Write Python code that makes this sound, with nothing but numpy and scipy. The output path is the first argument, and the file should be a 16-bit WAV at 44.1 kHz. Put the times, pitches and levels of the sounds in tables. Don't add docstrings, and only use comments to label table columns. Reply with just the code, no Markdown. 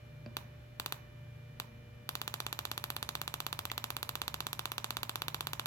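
import sys
import numpy as np
from scipy import signal
from scipy.fft import rfft, irfft
from scipy.io import wavfile

SR = 44100
rng = np.random.default_rng(int(sys.argv[2]) if len(sys.argv) > 2 else 0)


def unload_audio(sound):
    columns = np.transpose(np.atleast_2d(sound))
    steps = np.round(np.clip(columns, -1, 1) * 32767)
    wavfile.write(sys.argv[1], SR, steps.astype(np.int16))


N = 249606
CUTOFF_HZ = 16500

# first_spark_s, end_s, strength_db
CONTACTS = [(.3681, .40, 1.0), (.7985, .95, .5), (1.5996, 1.63, -1.8), (2.0909, 5.66, 0)]
# time_s, echo_delay_s, echo_db, casing_gain_db
HAND = [(0, 0.00041, -18, -75), (3.25, 0.00045, -27, -59), (3.47, 0.001, -30, -36.5),
        (3.68, 0.0022, -43, -41)]


def sparks(period_s=.0626987, shortfall_s=.000347, settle_sparks=19.75):
    k = np.arange(N / SR / period_s)
    since_s = k * period_s - shortfall_s * settle_sparks * (1 - np.exp(-k / settle_sparks))
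    return [(s, db) for start, end, db in CONTACTS for s in start + since_s if s < end]


def discharges(spread_db, sizzle, sizzle_s, size=64):
    out, t = np.zeros(N + SR), np.arange(size) / SR
    hand_s, hand_delay_s, hand_db, _ = np.transpose(HAND)
    for s, db in sparks():
        pulse = sizzle * np.diff(rng.standard_normal(size + 1)) * np.exp(-t / sizzle_s)
        pulse[0] = 1
        pulse *= from_db(db + spread_db * rng.standard_normal())
        at = round(s * SR)
        out[at:at + size] += pulse
        at += round(np.interp(s, hand_s, hand_delay_s) * SR)
        out[at:at + size] += pulse * from_db(np.interp(s, hand_s, hand_db))
    return out[:N]


def snap_response(right_lag_s, low_cut_hz, size=4096):
    # pitch_hz, width_hz, left_db, right_db
    resonances = [(352, 451, -28, -25.5), (952, 179, -30.5, -25), (1350, 318, -28, -22),
                  (2496, 686, -24, -21), (3530, 397, -24.5, -19), (4597, 320, -32.5, -26),
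                  (6150, 453, -40, -27.5), (7550, 680, -47.5, -27), (9200, 1380, -29.5, -37),
                  (11130, 1440, -23.5, -27.5), (13030, 650, -22, -43), (15200, 580, -29.5, -43)]
    # left_delay_s, right_delay_s, left_db, right_db, dull_above_hz
    echoes = [(.00255, 0.002818, -10.5, -14, 3770), (.0096, 0.0094, -25.5, -24, 6000),
              (0.021, .0194, -13.5, -14.5, 1600), (0.046, 0.036, -41, -32.5, 6000)]
    t, hz = np.arange(size) / SR, np.fft.rfftfreq(size, 1 / SR)
    direct = 0
    for k, (pitch_hz, width_hz, left_db, right_db) in enumerate(resonances):
        ring = np.exp(-np.pi * width_hz * t) * np.sin(2 * np.pi * pitch_hz * t)
        direct += (-1) ** k * from_db([[left_db], [right_db]]) * ring
    delay = lambda left_s, right_s: np.exp(-2j * np.pi * hz * np.array([[left_s], [right_s]]))
    paths = delay(0, right_lag_s)
    for left_s, right_s, left_db, right_db, dull_hz in echoes:
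        paths += from_db([[left_db], [right_db]]) * delay(left_s, right_s) / (1 + 1j * hz / dull_hz)
    small_source = 1j * hz / (low_cut_hz + 1j * hz)
    return irfft(rfft(direct) * paths * small_source, size)


def coil_ring():
    # pitch_hz, gain_db, t60_s
    casing = [(2550, 1, 0.0069), (3550, -4, 0.0053), (3750, -8, 0.011)]
    hand_s, _, _, ring_db = np.transpose(HAND)
    return struck([(s, db + np.interp(s, hand_s, ring_db)) for s, db in sparks()], casing)


def bench_knock():
    # start_s, strength_db
    knocks = [(.2615, -42.5)]
    # pitch_hz, gain_db, t60_s
    bench = [(151, -5, 0.11), (225.5, -2, 0.18), (337, -1, 0.042), (597, -1.5, .06), (1040, -8, 0.017),
             (1630, -2.5, 0.011), (2500, -4, 0.0072), (4670, -3.5, 0.0084)]
    return struck(knocks, bench)


def socket_tick():
    # start_s, strength_db
    ticks = [(3.6998, -38.5)]
    # pitch_hz, gain_db, t60_s
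    socket = [(2020, 4.5, 0.013), (2360, 4, 0.0072), (2800, -1, 0.01), (3400, -4, 0.012),
              (4600, -8, 0.0065), (6100, -4, .006)]
    return struck(ticks, socket)


def room_response(build_s, early_db, early_s, scatter_hz, size=24000, bands=15):
    # frequency_hz, left_db, right_db, t60_s
    room = [(260, -25, -16, 0.76), (460, -20, -10, 0.55), (610, -11.5, -15, 0.41), (908, -11.5, -2, 0.32),
            (1310, -15.5, -11.5, 0.68), (2240, -21.5, -14.5, 0.7), (3360, -14.5, -11, 0.061),
            (4650, -24.5, -21, 0.45), (7200, -24.5, -17.5, 0.17), (9200, -24.5, -34, 0.19),
            (12200, -18, -33, 0.27), (15700, -28, -53, 0.33)]
    t, hz = np.arange(size) / SR, np.fft.rfftfreq(size, 1 / SR)
    colour = from_db([at_hz(room, hz, column=1), at_hz(room, hz, column=2)])
    field = rfft(rng.standard_normal((2, size))) * colour
    edges_hz, out = np.geomspace(170, CUTOFF_HZ, bands + 1), 0
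    for low, high in zip(edges_hz, edges_hz[1:]):
        centre_hz = np.sqrt(low * high)
        band = irfft(field * (hz >= low) * (hz < high), size)
        tail = from_db(-60 * t / at_hz(room, centre_hz, column=3))
        scatter = centre_hz / (centre_hz + scatter_hz)
        early = from_db(early_db) * np.exp(-t / early_s) * scatter
        out += band * (tail + early) / np.sqrt(np.sum(tail ** 2))
    return out * (1 - np.exp(-(t / build_s) ** 2))


def equipment_hum(drone_hz=147.2, drone_trim_db=-1):
    # pitch_hz, level_db, waver_db
    lines = [(70, -65, 6), (93.7, -64, 5), (229, -69, 3), (352, -77, 3), (476.5, -75.5, 5.5)]
    # time_s, gain_db
    swell = [(0.0, -67), (0.14, -53), (0.76, -78), (1.23, -52.5), (1.48, -63.5), (3.59, -54.5),
             (3.64, -62.5), (5.55, -54), (5.66, -57)]
    swell_db = np.interp(np.arange(N) / SR, *np.transpose(swell))
    hum = sum(tone(hz, db, waver_db, wander_rad=0.21 * waver_db) for hz, db, waver_db in lines)
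    return hum + tone(drone_hz, swell_db + drone_trim_db, waver_db=2.5, wander_rad=0.74)


def fan(idle_hz=118.8, blades=5, sag=.018, sag_s=.6, whine_gain_db=2.5, right_db=3.0):
    # harmonic, gain_db
    harmonics = [(1, -68), (2, -86), (3, -81.5), (4, -73.5), (5, -80), (6, -86), (7, -87)]
    loaded_s = np.maximum(np.arange(N) / SR - CONTACTS[-1][0], 0)
    rotor_hz = idle_hz * (1 - sag * (1 - np.exp(-loaded_s / sag_s)))
    rotor = tone(rotor_hz, level_db=-54, waver_db=1.17, wander_rad=0.15)
    whine = sum(tone(k * blades * rotor_hz, db + whine_gain_db, 1.4, wander_rad=0.14, apart_rad=1.0)
                for k, db in harmonics)
    return rotor + whine * from_db([[-right_db / 2], [right_db / 2]])


def room_tone(rumble_db=-58, hiss_db=-61.5):
    # frequency_hz, relative_density_db
    rumble = [(15, -28), (38, -17), (62, 3.5), (110, -0.5), (145, 2), (180, -8.5), (250, -10), (400, -25),
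              (800, -74)]
    # frequency_hz, relative_density_db
    hiss = [(160, -10.5), (280, -14), (480, -12), (700, -16), (1050, -19.5), (1830, -17.5), (2400, -22.5),
            (3050, -22), (4000, -29), (6500, -34), (9000, -40.5), (13000, -34), (16000, -41)]
    return from_db(rumble_db) * noise(rumble) + from_db(hiss_db) * noise(hiss, channels=2)


def struck(events, modes, size=12000):
    t, blows = np.arange(size) / SR, np.zeros(N)
    for s, db in events:
        blows[round(s * SR)] = from_db(db)
    ring = sum((-1) ** k * from_db(db - 60 * t / t60_s) * np.sin(2 * np.pi * hz * t)
               for k, (hz, db, t60_s) in enumerate(modes))
    return through(blows, ring[None])


def tone(hz, level_db, waver_db, wander_rad, apart_rad=0):
    cycles = np.cumsum(hz * np.ones(N)) / SR + rng.random()
    phase = 2 * np.pi * cycles + wander_rad * drift(rate_hz=1.57)
    waver = from_db(waver_db * drift(rate_hz=1.85))
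    return from_db(level_db) * rms_one(waver * np.sin(phase + np.array([[0], [apart_rad]])))


def noise(spectrum, channels=1):
    hz = np.fft.rfftfreq(N, 1 / SR)
    return rms_one(irfft(rfft(rng.standard_normal((channels, N))) * from_db(at_hz(spectrum, hz)), N))


def drift(rate_hz):
    hz = np.fft.rfftfreq(N, 1 / SR)
    return rms_one(irfft(rfft(rng.standard_normal(N)) / (1 + (hz / rate_hz) ** 4), N))


def through(x, response):
    return signal.fftconvolve(np.atleast_2d(x), response, axes=1)[:, :N]


def at_hz(points, hz, column=1):
    table = np.array(points)
    return np.interp(np.log(np.maximum(hz, 1)), np.log(table[:, 0]), table[:, column])


def from_db(db):
    return 10 ** (np.asarray(db) / 20)


def rms_one(x):
    return x / np.sqrt(np.mean(x ** 2) + 1e-20)


def scene():
    room = room_response(build_s=0.00069, early_db=21, early_s=0.0019, scatter_hz=1820)
    arcs = discharges(spread_db=0.1, sizzle=0.068, sizzle_s=0.0012)
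    snap = snap_response(right_lag_s=.00016, low_cut_hz=240)
    snaps = from_db(-0.96) * through(arcs, snap) + through(arcs, room)
    handling = bench_knock() + socket_tick()
    background = equipment_hum() + fan() + room_tone()
    return snaps + coil_ring() + handling + from_db(10) * through(handling, room) + background


def record(dry):
    return signal.sosfilt(signal.ellip(10, .1, 80, CUTOFF_HZ, fs=SR, output="sos"), dry)


dry = scene()
out = record(dry)
unload_audio(out)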